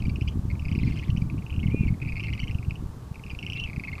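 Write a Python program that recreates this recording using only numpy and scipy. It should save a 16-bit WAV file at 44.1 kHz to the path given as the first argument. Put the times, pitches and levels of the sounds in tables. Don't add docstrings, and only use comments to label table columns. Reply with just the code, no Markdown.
import sys
import numpy as np
from scipy import signal
from scipy.fft import rfft, irfft
from scipy.io import wavfile

SR = 44100
rng = np.random.default_rng(int(sys.argv[2]) if len(sys.argv) > 2 else 0)


def materialize(psi):
    bounded = np.clip(np.atleast_2d(psi).T, -1, 1)
    quanta = np.round(bounded * 32767).astype(np.int16)
    wavfile.write(sys.argv[1], SR, quanta)


def how_loud(loudness_db):
    steps = np.asarray(loudness_db, float) / 20
    return 10 ** steps


N = 176400


def evened(x):
    return x / np.sqrt(np.mean(x ** 2) + 1e-20)


def add(mix, start_s, sound):
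    part = mix[max(round(start_s * SR), 0):][:len(sound)]
    part += sound[:len(part)]


def coloured(x, gain):
    return irfft(rfft(x) * gain(np.fft.rfftfreq(N, 1 / SR) + 1), N)


def shaped(points):
    table_hz, table_db = np.transpose(points)

    def gain(hz):
        inside = how_loud(np.interp(np.log(hz), np.log(table_hz), table_db))
        below = np.minimum(1, hz / table_hz[0]) ** 2
        above = np.minimum(1, table_hz[-1] / hz) ** 4
        return inside * below * above

    return evened(coloured(rng.standard_normal(N), gain))


def slow(speed_hz):
    return evened(coloured(rng.standard_normal(N), lambda hz: 1 / (1 + (hz / speed_hz) ** 2)))


def tone(pitch_hz, length_s, rise, octave_db, skew, phase):
    u = np.arange(round(length_s * SR)) / (length_s * SR)
    glide_hz = pitch_hz * (1 + rise * (u - .5))
    turn = 2 * np.pi * (np.cumsum(glide_hz) / SR + phase)
    shape = np.sin(np.pi * u ** skew) ** 2
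    octave = how_loud(octave_db) * 2 * (1 - u) * shape * np.sin(2 * turn)
    return shape * (np.sin(turn) + octave)


# time_s, octave_lift_db
BILL_FACING = [(0, 7), (1.25, 5), (1.4, -18), (1.85, 0), (2.05, -3.5), (2.41, 5.5), (2.46, 0), (3.2, 3.5),
               (3.65, -1), (4, -0.5)]


def facing(time_s):
    return np.interp(time_s, *np.transpose(BILL_FACING))


# centre_s, level_db, pitch_hz
LOUD_PIPS = [(0.159, -32, 2720), (0.212, -30, 2550), (0.654, -31, 2450), (0.6847, -31, 2470),
             (0.752, -30, 2440), (1.8924, -40, 2350), (2.09, -28.5, 2490), (2.1232, -28, 2400),
             (2.1575, -30, 2400), (2.168, -28, 2390), (2.1979, -24.5, 2510), (2.205, -30, 2790),
             (2.2378, -30, 2790),
             (2.2845, -30, 2340), (2.3354, -28, 2880), (2.4019, -25.5, 2850), (2.7092, -26.5, 2490),
                (3.3044, -30.5, 2550), (3.39, -28, 2810), (3.4286, -28.5, 2730), (3.466, -24.5, 2810),
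                (3.5009, -23.5, 2860), (3.5228, -27, 2580), (3.5335, -25, 2840), (3.5636, -30, 2600),
                (3.6, -22, 2870), (3.6389, -22, 2890), (3.6636, -37, 2400), (3.699, -31, 2360),
                (3.763, -31, 2450), (3.798, -27.5, 2360), (3.838, -30.5, 2350), (3.8826, -30, 2250)]
# centre_s, pitch_hz
FIRM_PIPS = [(0.2863, 3110), (0.7158, 2410), (0.7896, 2500), (0.7996, 2400), (0.9966, 2650), (1.1029, 2840),
             (1.1742, 2890), (1.3005, 2430), (1.8806, 2310), (2.0293, 2330), (2.181, 2480), (2.2307, 2560),
             (2.2458, 2400), (2.2712, 2320), (2.2932, 2340), (2.329, 2300), (2.4409, 2820), (2.4808, 2900),
             (2.5117, 2630), (3.5748, 2300), (3.6756, 2380), (3.7329, 2310), (3.8746, 2400), (3.8931, 2330),
             (3.9544, 2500)]
MIDDLING_PIPS = [(0.0239, 2460), (0.2227, 2840), (0.2812, 2540), (0.5137, 2300), (0.5961, 2680),
                 (0.7258, 2920), (0.7587, 2740), (0.9742, 2630), (1.0361, 2290), (1.4656, 2690),
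                 (1.5055, 2890), (1.5274, 2600), (1.6312, 2660), (1.6696, 2900), (2.0183, 2390),
                 (2.0502, 2470), (2.0602, 2430.0), (2.0747, 2300), (2.262, 2710), (2.3027, 2660),
                 (2.3516, 2470.0), (2.3785, 2500), (2.4189, 2900), (2.4319, 2200), (2.4742, 2400),
                 (2.5481, 2820), (3.2385, 2720), (3.3503, 2440), (3.4491, 2490), (3.9824, 2280)]
SOFT_PIPS = [(0.0967, 2610), (0.5023, 2340), (0.8325, 2460), (0.8774, 2300), (0.8874, 2290), (0.9103, 2600),
             (0.9237, 2300), (0.99, 2990), (1.028, 2140), (1.1655, 2460), (1.4987, 2540), (1.5415, 2820),
             (1.5634, 2780), (1.594, 2580), (1.6013, 2960), (1.676, 2350), (1.871, 2670), (2.4972, 2190),
             (2.5865, 2580), (2.6289, 2300), (2.7571, 2820), (3.1577, 2430), (3.2655, 2540), (3.299, 2900),
             (3.4757, 2350), (3.4872, 2520), (3.688, 2400), (3.918, 2670)]
FAINT_PIPS = [(0.0032, 2970), (0.828, 2850), (0.0398, 2560), (0.5545, 2320), (0.622, 2400), (0.6487, 2540),
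              (0.6942, 2950), (0.069, 2900), (0.96, 2950), (1.083, 2170), (1.0935, 2030), (1.38, 2480),
              (1.39, 2730), (1.423, 2330), (1.709, 2850), (1.942, 2200), (2.0019, 2380), (2.6494, 2700),
              (2.699, 2800), (3.145, 2610), (3.1961, 2300), (3.282, 2480), (3.4097, 2620)]


def pips():
    usual_length_s, usual_rise, usual_octave_db = 0.004265, .11, -21
    out = np.zeros(N)
    rows = LOUD_PIPS
    quieter = [(FIRM_PIPS, -32), (MIDDLING_PIPS, -35), (SOFT_PIPS, -36.5), (FAINT_PIPS, -42.5)]
    for table, level_db in quieter:
        rows = rows + [(centre_s, level_db, pitch_hz) for centre_s, pitch_hz in table]
    for (centre_s, level_db, pitch_hz), (a, b, c, d) in zip(rows, rng.random((len(rows), 4))):
        length_s = usual_length_s * (1 + 0.16 * (a - .5))
        octave_db = usual_octave_db + facing(centre_s) + 7 * (c - .5)
        pip = tone(pitch_hz, length_s, usual_rise * 2 * b, octave_db, 1.0, d)
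        click = how_loud(-25) * tone(1.55 * pitch_hz, .0015, 0, -10, 1, d)
        add(pip, 0, click)
        add(out, centre_s - 0.444 * length_s, how_loud(level_db) * pip)
        chaser_hz = pitch_hz * (1.06 - 0.16 * a)
        chaser = tone(chaser_hz, length_s, usual_rise, usual_octave_db, 0.6, b)
        add(out, centre_s + 0.0015 + 0.003 * c, how_loud(level_db - 8 * d - 4) * chaser)
    return out


# centre_s, level_db, pitch_hz, length_s
HELD_NOTES = [(0.058, -38.5, 2354, 0.017), (0.103, -40, 2330, 0.022), (0.281, -39, 2386, .016),
              (0.285, -37.5, 2880, 0.021), (0.507, -42, 2183, 0.019), (0.8765, -40.5, 2400, 0.028),
              (1.222, -41.5, 2350.0, 0.015), (1.642, -41, 2196, 0.034), (2.0248, -37.5, 2514, .023),
              (2.086, -35.5, 2330, 0.025), (2.1001, -38, 2523, .023), (2.177, -41, 2175, 0.031),
              (2.209, -40, 2360, 0.025), (2.244, -40, 2145, 0.025), (2.2555, -39.5, 2690, .028),
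              (2.398, -37.5, 2290, 0.019), (3.318, -37.5, 2410, 0.027), (3.438, -40, 2237, 0.031),
              (3.5813, -42, 2183, 0.026), (3.851, -36, 2555, .023), (3.937, -35, 2140, 0.025),
              (0.839, -42, 2100, .02), (0.885, -44, 2150, .022), (0.929, -44.5, 2126, 0.019),
              (0.984, -45.5, 2120, .024), (1.685, -42.5, 2110, .016), (1.703, -43, 2220, .016),
              (1.889, -38, 2223, .026), (2.287, -41, 2090, .022), (2.336, -42, 2084, .022),
              (2.388, -44, 2070, .022), (2.437, -40.5, 2136, .022), (2.495, -55, 2120, .016),
              (3.481, -48, 2160, .026), (3.559, -38, 2410, 0.017), (3.841, -38, 2133, .02),
              (3.888, -35.5, 2170, .02), (3.992, -40.5, 2130, 0.012)]


def notes():
    out = np.zeros(N)
    draws = rng.random((len(HELD_NOTES), 3))
    for (centre_s, level_db, pitch_hz, length_s), (a, c, d) in zip(HELD_NOTES, draws):
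        octave_db = -18 + facing(centre_s) + 6 * (c - .5)
        octave_db = octave_db - 12 * (pitch_hz > 2450)
        note = tone(pitch_hz, length_s, .04 * 2 * (a - .3), octave_db, 0.77, d)
        add(out, centre_s - length_s / 2, how_loud(level_db) * note)
    return out * (1 + .5 * slow(226))


# start_s, length_s, top_pitch_hz, level_db, second_voice_hz, upper_side_db, lower_side_db,
# middle_of_sides_s
WHISTLE_CALLS = [
    (1.708, .155, 2450, -41, 265, -3, -18, 1.803),
    (3.548, .122, 2750, -36, 290, -24, -1, 3.54),
]


def whistles():
    sag, edge_s, sides_s = .065, .012, .04
    out, waver, wobble = np.zeros(N), slow(200), slow(63)
    for start_s, length_s, top_hz, level_db, side_hz, upper_db, lower_db, middle_s in WHISTLE_CALLS:
        t = np.arange(round(length_s * SR)) / SR
        u = 2 * t / length_s - 1
        first = round(start_s * SR)
        now = slice(first, first + len(t))
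        arch = 1 - sag * abs(u) ** 3 * (1 + u / 3)
        turn = 2 * np.pi * np.cumsum(top_hz * (arch + 0.005 * wobble[now])) / SR
        side = 2 * np.pi * side_hz * t
        upper = how_loud(upper_db) * np.sin(turn + side)
        lower = how_loud(lower_db) * np.sin(turn - side)
        sides_on = np.exp(-((start_s + t - middle_s) / sides_s) ** 4)
        sound = np.sin(turn) + sides_on * (upper + lower)
        edge = np.clip(np.minimum(t, length_s - t) / edge_s, 0, 1)
        level = how_loud(level_db + (1.4 + 2.1 * abs(u)) * waver[now])
        add(out, start_s, level * edge * sound)
    return out


# start_s, level_db, centre_hz
BILL_SNAPS = [(0.023, -42, 4200), (0.0954, -44, 4050), (.279, -43, 4300), (.281, -54, 7000),
              (2.0744, -53, 4030), (2.27, -43, 4200), (2.33, -50, 3700), (2.379, -47, 3700),
              (3.35, -50, 4230), (3.574, -34, 3430), (3.61, -43, 3870), (3.672, -49, 3950),
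              (3.931, -45, 3770), (3.982, -45, 3700), (3.981, -40, 1130)]


def snaps():
    out = np.zeros(N)
    for (start_s, level_db, centre_hz), d in zip(BILL_SNAPS, rng.random(len(BILL_SNAPS))):
        add(out, start_s - .001, how_loud(level_db) * tone(centre_hz, 8 / centre_hz, -0.49, -25, 0.7, d))
    return out


def splash():
    start_s, length_s, drop_db, spray_db = .76, .34, -51, -59
    out, puff = np.zeros(N), np.zeros(N)
    clumps = rng.random(16)
    for k, (a, b, c, d) in enumerate(rng.random((110, 4))):
        drop = tone(2500 * 2.3 ** b, 0.002 + 0.009 * c ** 4, .1, -40, 0.5, d)
        clump = k % len(clumps)
        after_s = (clumps[clump] + clump) / len(clumps) * length_s + .014 * a
        add(out, start_s + after_s, how_loud(drop_db - 5 * b + 10 * (d - .5)) * drop)
    add(puff, start_s, np.hanning(round(length_s * SR)) ** .5)
    spray = puff * shaped([(2500, 9), (4800, -18), (6500, -9)])
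    return out + how_loud(spray_db + 6.6 * slow(30)) * spray


def across_water(x):
    echo_db, t60_s = -9.5, .12
    t = np.arange(SR // 5) / SR
    sparse = rng.standard_normal(len(t)) * (rng.random(len(t)) < .04)
    taps = sparse * how_loud(-60 * t / t60_s) * (t > .002)
    return x + how_loud(echo_db) * signal.oaconvolve(x, taps / np.linalg.norm(taps))[:N]


def thud(swing_hz, skew):
    t = np.arange(-1500, 1500) / SR * swing_hz
    return np.exp(-(2.79 * t) ** 2) * np.cos(2 * np.pi * t * 0.89 + skew)


# time_s, level_db
WIND_STRENGTH = [
    (0, -27.5),
    (1.2, -27.5),
    (1.4, -33),
    (1.8, -26),
    (2.1, -30.5),
    (2.75, -32.5),
    (3.1, -39),
    (4, -35.5),
]
# pitch_hz, level_db (per Hz)
RUMBLE_COLOUR = [(20, -26), (70, 2), (127, -1.5), (233, -12.5), (318, -18), (650, -52)]


def wind():
    eddies_per_s = 45
    rumble = shaped(RUMBLE_COLOUR) * how_loud(2.5 * slow(7.5))
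    size = how_loud(1.95 * rng.exponential(1, N).clip(0, 3)) * rng.choice([-1., 1.], N)
    size = size * (rng.random(N) < eddies_per_s / SR)
    kind = rng.integers(0, 6, N)
    eddies = np.zeros(N)
    for k, swing_hz in enumerate(np.geomspace(65, 195, num=6)):
        eddies += signal.oaconvolve(size * (kind == k), thud(swing_hz, k), "same")
    out = evened(evened(rumble) + how_loud(-0.5) * evened(eddies))
    return out * how_loud(np.interp(np.arange(N) / SR, *np.transpose(WIND_STRENGTH)))


# centre_s, peak_db, swing_hz
HARD_BUFFETS = [(0.083, -12, 157), (0.223, -14.5, 113), (0.359, -16, 162), (0.394, -15, 118),
                (0.452, -16.5, 93), (0.73, -13, 97), (0.781, -12.5, 159), (0.833, -12, 152),
                (0.86, -18, 121), (0.877, -11.5, 126), (0.911, -14, 113), (1.097, -12, 101),
                (1.132, -17.0, 110), (1.152, -15, 134), (1.18, -12.5, 125), (1.223, -11, 141),
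                (1.582, -13, 117), (1.661, -11, 114), (1.686, -12.5, 133), (1.746, -13.5, 176),
                (1.811, -11.0, 126), (1.865, -13, 147), (1.881, -17, 112), (1.907, -12.5, 133),
                (1.929, -14.5, 128), (2.063, -17.5, 99), (2.436, -17.5, 114), (2.554, -15.0, 109),
                (2.684, -14.5, 94), (2.862, -19.5, 90), (3.117, -22, 110), (3.78, -17.5, 137)]


def buffets():
    out = np.zeros(N)
    half_s = 1500 / SR
    for (centre_s, peak_db, swing_hz), b in zip(HARD_BUFFETS, rng.random(len(HARD_BUFFETS))):
        add(out, centre_s - half_s, how_loud(peak_db + 0.5) * thud(swing_hz, 3.7 * b - 1))
    add(out, 1.746 - half_s, how_loud(-14) * thud(280, 0.39))
    return out


# pitch_hz, level_db (per Hz)
WATER_COLOUR = [(400, -2), (520, -9), (1110, -11.5), (2030, -23), (7290, -27.5), (15000, -34)]


def pond():
    return how_loud(-53) * shaped(WATER_COLOUR)


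# pitch_hz, width_hz, level_db
HUM_BANDS = [
    (897, 29, -69),
    (1137, 140, -64.5),
]


def distant_hum():
    out = np.zeros(N)
    for pitch_hz, width_hz, level_db in HUM_BANDS:
        band = coloured(rng.standard_normal(N), lambda hz: 1 / (1 + (2 * (hz - pitch_hz) / width_hz) ** 2))
        out += how_loud(level_db + 2 * slow(4.3)) * evened(band)
    return out


def scene():
    birds = pips() + notes() + whistles() + snaps() + splash()
    return (across_water(birds) + wind() + buffets() + pond() + distant_hum())[None]


def low_pass(x):
    return signal.sosfilt(signal.butter(12, 15120, fs=SR, output="sos"), x)


def record(dry):
    mix = coloured(dry, lambda hz: hz < 15120)
    return low_pass(mix)


dry = scene()
out = record(dry)
materialize(out)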